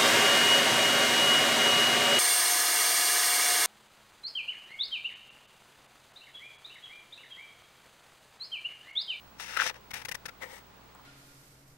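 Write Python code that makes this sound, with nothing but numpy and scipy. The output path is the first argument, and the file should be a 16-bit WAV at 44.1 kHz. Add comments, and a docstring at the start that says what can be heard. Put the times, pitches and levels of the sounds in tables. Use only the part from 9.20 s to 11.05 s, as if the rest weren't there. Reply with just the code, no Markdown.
"""At a window pane, very close and to the left: dry rubbing, probably a fingertip. One long stroke
catches and snaps, then come short stick-slip scuffs, a soft wipe and two faint taps. Friction grains
ring a well damped body. Behind it, a quiet room with mains hum and a thin electrical whine."""
import sys
import numpy as np
from scipy import signal
from scipy.fft import rfft, irfft, next_fast_len
from scipy.io import wavfile
from scipy.ndimage import map_coordinates

SR = 44100
rng = np.random.default_rng(int(sys.argv[2]) if len(sys.argv) > 2 else 0)


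def waveform_to_disk(signal):
    """Save audio, clipped to [-1, 1], as 16-bit WAV at the path in sys.argv[1]."""
    frames = np.transpose(np.atleast_2d(signal))
    scaled = np.clip(frames, -1, 1) * 32767
    samples = np.round(scaled).astype(np.int16)
    wavfile.write(sys.argv[1], SR, samples)


N = 81585
TIME_S = np.arange(N) / SR

# friction spectrum of scuffs and drag (frequency [Hz], level [dB])
SCUFF_SPECTRUM = [(100, -20), (330, -21.5), (500, -16.5), (700, -15.5), (1150, -8.5), (1500, -1.5),
                  (2400, 1.5), (3200, -9), (4300, -10), (5400, -5), (6400, -13.5), (7300, -16.5),
                  (9500, -18.5), (11500, -12), (14000, -20), (16000, -36)]


def amp(db):
    """Decibels to gain."""
    return 10 ** (np.asarray(db) / 20)


def unit(x):
    """Scale to rms 1."""
    return x / np.sqrt(np.mean(x ** 2) + 1e-20)


def along(points, hz):
    """Interpolate (frequency [Hz], value) on a log axis."""
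    f, v = np.transpose(points)
    return np.interp(np.log(hz + 1), np.log(f + 1), v)


def curve(points, outside=None):
    """Interpolate (time [s], value) per sample."""
    times_s, values = np.transpose(points)
    return np.interp(TIME_S, times_s, values, outside, outside)


def wobble(knots_per_s):
    """Smooth random curve."""
    return map_coordinates(rng.standard_normal(N // 20), [TIME_S * knots_per_s], mode="wrap")


def filtered(x, response):
    """Apply a frequency response."""
    m = next_fast_len(N + SR // 4)
    return irfft(rfft(x, m) * response(np.fft.rfftfreq(m, 1 / SR)), m)[..., :N]


def resonance(f, hz, width_hz):
    """Response of one damped mode."""
    return 1j * f * width_hz / (hz * hz - f * f + 1j * f * width_hz)


def damped_sine(t, hz, t60_s):
    """Free decay of one mode."""
    return np.sin(2 * np.pi * hz * t) * np.exp(-np.log(1000) * t / t60_s)


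def tone(hz):
    """Sine at rms 1, random phase."""
    return np.sqrt(2) * np.sin(2 * np.pi * (hz * TIME_S + rng.random()))


def noise_on_left(pair, lag_s=.00011):
    """Left at rms 1; right later, shaded and partly unrelated."""
    # left-right likeness (frequency [Hz], coherence [0-1])
    likeness = [(150, 0.82), (600, 0.12), (1400, 1), (3000, 0.13), (12000, 0.49)]
    # right side against left (frequency [Hz], gain [dB])
    shading = [(120, 7.5), (300, 3), (490, -23), (680, 1), (950, -7), (1400, -8.5), (2000, -33),
               (2600, -11.5), (3800, -5.5), (5200, -12.5), (6300, -11), (8300, -1.5), (10500, -13),
               (14000, -12)]
    coherence = lambda f: np.clip(along(likeness, f), 0, 1)
    delayed = filtered(pair[0], lambda f: coherence(f) * np.exp(-2j * np.pi * f * lag_s))
    unrelated = filtered(pair[1], lambda f: np.sqrt(1 - coherence(f) ** 2))
    right = filtered(delayed + unrelated, lambda f: amp(along(shading, f)))
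    return np.array([pair[0], right]) / np.std(pair[0])


def point_on_left(x, lag_s=.00007, right_db=-10):
    """A point on the pane: right later and weaker."""
    return np.array([x, amp(right_db) * filtered(x, lambda f: np.exp(-2j * np.pi * f * lag_s))])


def air(level_db=-56):
    """Steady, diffuse room noise."""
    # room noise (frequency [Hz], level [dB])
    spectrum = [(20, -6), (40, -10), (80, -3), (130, -4), (220, -2), (340, -5), (650, -4.5), (1000, -3),
                (1400, -6.5), (1800, -10), (4000, -15.5), (9000, -25), (13000, -31), (15500, -34)]
    # left-right likeness (frequency [Hz], coherence [0-1])
    likeness = [(60, 0.38), (300, 0.32), (1000, 0.28), (3000, 0.11), (12000, 0.053)]
    angle = lambda f: np.arccos(np.clip(along(likeness, f), -1, 1)) / 2
    response = lambda f: amp(along(spectrum, f)) * [np.cos(angle(f)), np.sin(angle(f))]
    mid, side = filtered(rng.standard_normal((2, N)), response)
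    return amp(level_db) * unit(np.array([mid + side, mid - side]))


def hum():
    """Mains hum: three steady low tones."""
    # hum partials (frequency [Hz], left [dB], right [dB])
    partials = [(59, -67, -66), (119.8, -68, -68.5), (183.4, -73.5, -71)]
    return sum(amp([[left_db], [right_db]]) * tone(hz) for hz, left_db, right_db in partials)


def whine(hz=15736, right_db=-63.5, left_offset_db=-8.5):
    """Thin electrical tone that swells and flutters."""
    swell = amp(right_db + 2 * wobble(16))
    carrier = tone(hz)
    flutter = .4 * wobble(110) * tone(hz)
    return swell * (carrier + flutter) * amp([[left_offset_db], [0]])


def grains(slips_per_s=9000, scatter_db=3, hiss_db=-5.5):
    """Two unrelated streams of tiny slips on smooth hiss."""
    slips = (rng.random((2, N)) < slips_per_s / SR) * rng.choice([-1, 1], (2, N))
    sizes = amp(scatter_db * rng.standard_normal((2, N)))
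    return unit(slips * sizes) + amp(hiss_db) * rng.standard_normal((2, N))


def friction(spectrum, bass_hz=990, treble_hz=4140):
    """Steady sliding through the body's resonances; returns bass, middle, treble."""
    # resonances and notches of the rubbed body (frequency [Hz], width [Hz], gain [dB])
    modes = [(309, 16, 9.5), (506.6, 103, 18), (867.6, 144, 11), (1050, 130, -0.5), (1250, 120, 2.5),
             (1835, 180, 4), (2750, 270, 3.5), (3670, 500, 4.5), (5950, 115, -24), (6095, 520, 8),
             (7860, 100, -11), (8550, 1900, 2.5)]
    body_db = lambda f: sum(db / (1 + (2 * (f - hz) / width_hz) ** 2) for hz, width_hz, db in modes)
    sliding = noise_on_left(filtered(grains(), lambda f: amp(along(spectrum, f) + body_db(f))))
    bass = filtered(sliding, lambda f: 1 / (1 + (f / bass_hz) ** 4))
    treble = filtered(sliding, lambda f: 1 - 1 / (1 + (f / treble_hz) ** 4))
    return bass, sliding - bass - treble, treble


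def rub(envelope, spectrum, treble_db=0, bass_db=0, flutter_db=1.4):
    """Sustained slide with a fluttering grip."""
    bass, middle, treble = friction(spectrum)
    grip = amp(curve(envelope, -np.inf) + flutter_db * wobble(260))
    return grip * (amp(bass_db) * bass + middle + amp(treble_db) * treble)


def stroke():
    """Long first slide: brighter with speed, heavier with pressure."""
    # loudness (time [s], level [dB])
    envelope = [(.175, -67), (.1965, -47), (.201, -37.5), (.22, -39), (.245, -41), (.3, -39), (.362, -38),
                (.385, -32), (.41, -24.5), (.445, -31), (.468, -27.5), (.488, -30.5), (.503, -30.5),
                (.513, -44), (.526, -65), (.565, -47), (.59, -68)]
    # friction spectrum (frequency [Hz], level [dB])
    spectrum = [(100, -33), (330, -16), (500, -12.5), (700, -13), (1100, -7), (1550, 2), (2200, 1),
                (2750, -1), (3200, -6.5), (4600, -7.5), (5600, -1), (6600, -13), (8000, -17),
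                (10500, -16.5), (14000, -22), (16000, -35)]
    # sliding speed, as tone (time [s], treble [dB])
    brightness = [(.21, 4.5), (.26, 1.5), (.35, 0.5), (.4, -6.5), (.44, 1.5), (.485, 2.5), (.51, -9.5),
                  (.565, -2.5)]
    # pressure, as tone (time [s], bass [dB])
    weight = [(.205, -1), (.25, -7), (.35, -2), (.405, -10), (.432, -2.5), (.455, -1.5), (.468, 6.5),
              (.483, -18.5), (.505, 7)]
    return rub(envelope, spectrum, curve(brightness), curve(weight))


def snaps(attack_s=.00012, highpass_hz=1100, lowpass_hz=7000):
    """The stuck contact lets go: a sharp click and a few cycles of ring."""
    # releases (time [s], level [dB], ring [Hz], relative click [dB])
    releases = [(.199, -21, 1300, -3), (.3667, -12, 1700, -6), (.3722, -14, 1400, -8),
                (.3964, -7.5, 1560, -22), (.4003, -3, 1550, -5), (.408, -14, 1650, -8),
                (.4198, -5, 1480, -6), (.4242, -12, 1400, -14), (.4643, -15, 950, -8),
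                (.7352, -25, 1800, 2), (.8848, -26, 2000, 2), (1.0555, -27, 1500, 2)]
    out = np.zeros(N)
    for start_s, db, hz, click_db in releases:
        t = np.maximum(TIME_S - start_s, 0)
        ring = damped_sine(t, hz, t60_s=.0058) * (1 - np.exp(-t / attack_s))
        click = damped_sine(t, hz=3100, t60_s=.0015)
        out += amp(db) * (ring + amp(click_db) * click)
    band = lambda f: (1 - 1 / (1 + (f / highpass_hz) ** 6)) / (1 + 1j * f / lowpass_hz)
    return point_on_left(filtered(out, band))


def scuffs(attack_s=.0006, release_s=.003, swell_db=5, thump_hz=146):
    """Stick-slip: each slip starts abruptly, swells, squeaks and faintly thumps the pane."""
    # slips (time [s], length [s], level [dB], squeak [Hz], relative squeak [dB], treble [dB])
    slips = [(0.2013, .008, -42.5, 775, -1.5, 9), (0.3674, 0.0061, -26.5, 1710, -5, -4.5),
             (0.3705, 0.0072, -24, 1280, 0.5, -2), (0.541, 0.0066, -46, 1590, -10, -5),
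             (0.7053, 0.017, -37.5, 2175, -5.5, 0), (0.735, 0.017, -33, 1810, -10, 4.5),
             (.815, 0.012, -38, 2080, -6, -3), (.849, .014, -34, 2106, -8, 3.5),
             (0.8838, 0.016, -35, 1794, -3.5, 6), (0.9129, .016, -32.5, 1888, -3.5, 4.5),
             (.944, 0.016, -33, 1878, -8.5, 4.5), (1.055, .015, -34.5, 1420, -8.5, 4),
             (1.082, 0.019, -38.5, 1360, -4, -2)]
    bass, middle, treble = friction(SCUFF_SPECTRUM)
    out, squeaks = np.zeros((2, N)), np.zeros(N)
    wander_rad = .8 * wobble(350)
    for start_s, length_s, db, hz, squeak_db, treble_db in slips:
        t = np.maximum(TIME_S - start_s, 0)
        attack = 1 - np.exp(-t / attack_s)
        swell = amp(swell_db * (np.sin(np.pi * np.minimum(t / length_s, 1)) - 1))
        release = np.exp(-np.maximum(t - .68 * length_s, 0) / release_s)
        out += amp(db) * attack * swell * release * (bass + middle + amp(treble_db) * treble)
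        build = attack * np.exp(-((t / length_s - .62) / .4) ** 2)  # squeak peaks late in the slip
        squeaks += amp(db + squeak_db) * build * np.sqrt(2) * np.sin(2 * np.pi * hz * t + wander_rad)
        push = min(length_s * thump_hz / 2, 1) ** 2  # very short slips hardly move the pane
        thump = push * damped_sine(t, thump_hz, t60_s=.023)
        out += amp([[db - 14], [db - 5]]) * thump
    return out + point_on_left(squeaks)


def chatter(hz=1470, stage_width_hz=880):
    """The grip tightens mid-stroke: dense slips ring the contact's own resonance."""
    # loudness (time [s], level [dB])
    envelope = [(.28, -55), (.345, -42), (.382, -39), (.391, -34), (.402, -38), (.418, -34), (.432, -43),
                (.46, -52)]
    ring = filtered(grains(), lambda f: resonance(f, hz, stage_width_hz) ** 4)
    return amp(curve(envelope, -np.inf)) * noise_on_left(ring)


def drag():
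    """Light sliding between scuffs."""
    # loudness (time [s], level [dB])
    envelope = [(.735, -63), (.745, -42), (.762, -35.5), (.785, -40.5), (.812, -46), (.835, -56)]
    return rub(envelope, SCUFF_SPECTRUM, bass_db=2.5)


def wipe():
    """Soft last slide that brightens."""
    # loudness (time [s], level [dB])
    envelope = [(1.197, -63), (1.212, -46.5), (1.231, -32.5), (1.255, -46.5), (1.28, -51), (1.335, -47),
                (1.385, -50), (1.415, -65)]
    # friction spectrum (frequency [Hz], level [dB])
    spectrum = [(100, -25), (330, -12.5), (500, -7.5), (720, -7), (950, -3.5), (1600, -4.5), (1850, 4.5),
                (2200, 6.5), (2400, -4.5), (4000, -14.5), (5400, -14.5), (7000, -22), (8500, -19),
                (9700, -30), (11500, -19), (15500, -32)]
    # high band gain (time [s], treble [dB])
    brightness = [(1.24, 3.5), (1.32, 11.5)]
    # low band gain (time [s], bass [dB])
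    weight = [(1.23, 1), (1.28, 4), (1.34, 3), (1.38, -3)]
    return rub(envelope, spectrum, curve(brightness), curve(weight))


def taps(knock_rise_s=.005, tick_rise_s=.0012):
    """Faint touches on the glass: a crisp tick, then a soft knock."""
    # touches (time [s], knock [dB], tick [dB])
    touches = [(1.749, -51, -55), (1.786, -56, -75)]
    band = lambda hz, width_hz: unit(filtered(grains(), lambda f: resonance(f, hz, width_hz) ** 2))
    bump = lambda u: u * np.exp(1 - u)
    knock = band(hz=1050, width_hz=500)[0]
    tick = band(hz=8000, width_hz=1600)
    out = np.zeros((2, N))
    for start_s, knock_db, tick_db in touches:
        t = np.maximum(TIME_S - start_s, 0)
        out += amp(knock_db) * bump(t / knock_rise_s) * knock
        out += amp(tick_db) * bump(t / tick_rise_s) * tick
    return out


def room(x, gain_db=-15.5, t60_s=.052, lowpass_hz=3500):
    """Faint, short reverberation of the left channel, on both sides."""
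    t = np.arange(SR // 3) / SR
    tail = rng.standard_normal((2, len(t))) * np.exp(-np.log(1000) * t / t60_s)
    wet = signal.fftconvolve(x[:1], tail / np.linalg.norm(tail[0]), axes=1)[:, :N]
    return amp(gain_db) * filtered(wet, lambda f: 1 / (1 + 1j * f / lowpass_hz))


def scene():
    """Contact sounds on the pane in the quiet room."""
    contact = stroke() + chatter() + snaps() + scuffs() + drag() + wipe() + taps()
    return contact + room(contact) + air() + hum() + whine()


def record(dry):
    """Brick-wall low-pass."""
    top_hz = 16300
    return filtered(dry, lambda f: f < top_hz)


dry = scene()
out = record(dry)
waveform_to_disk(out)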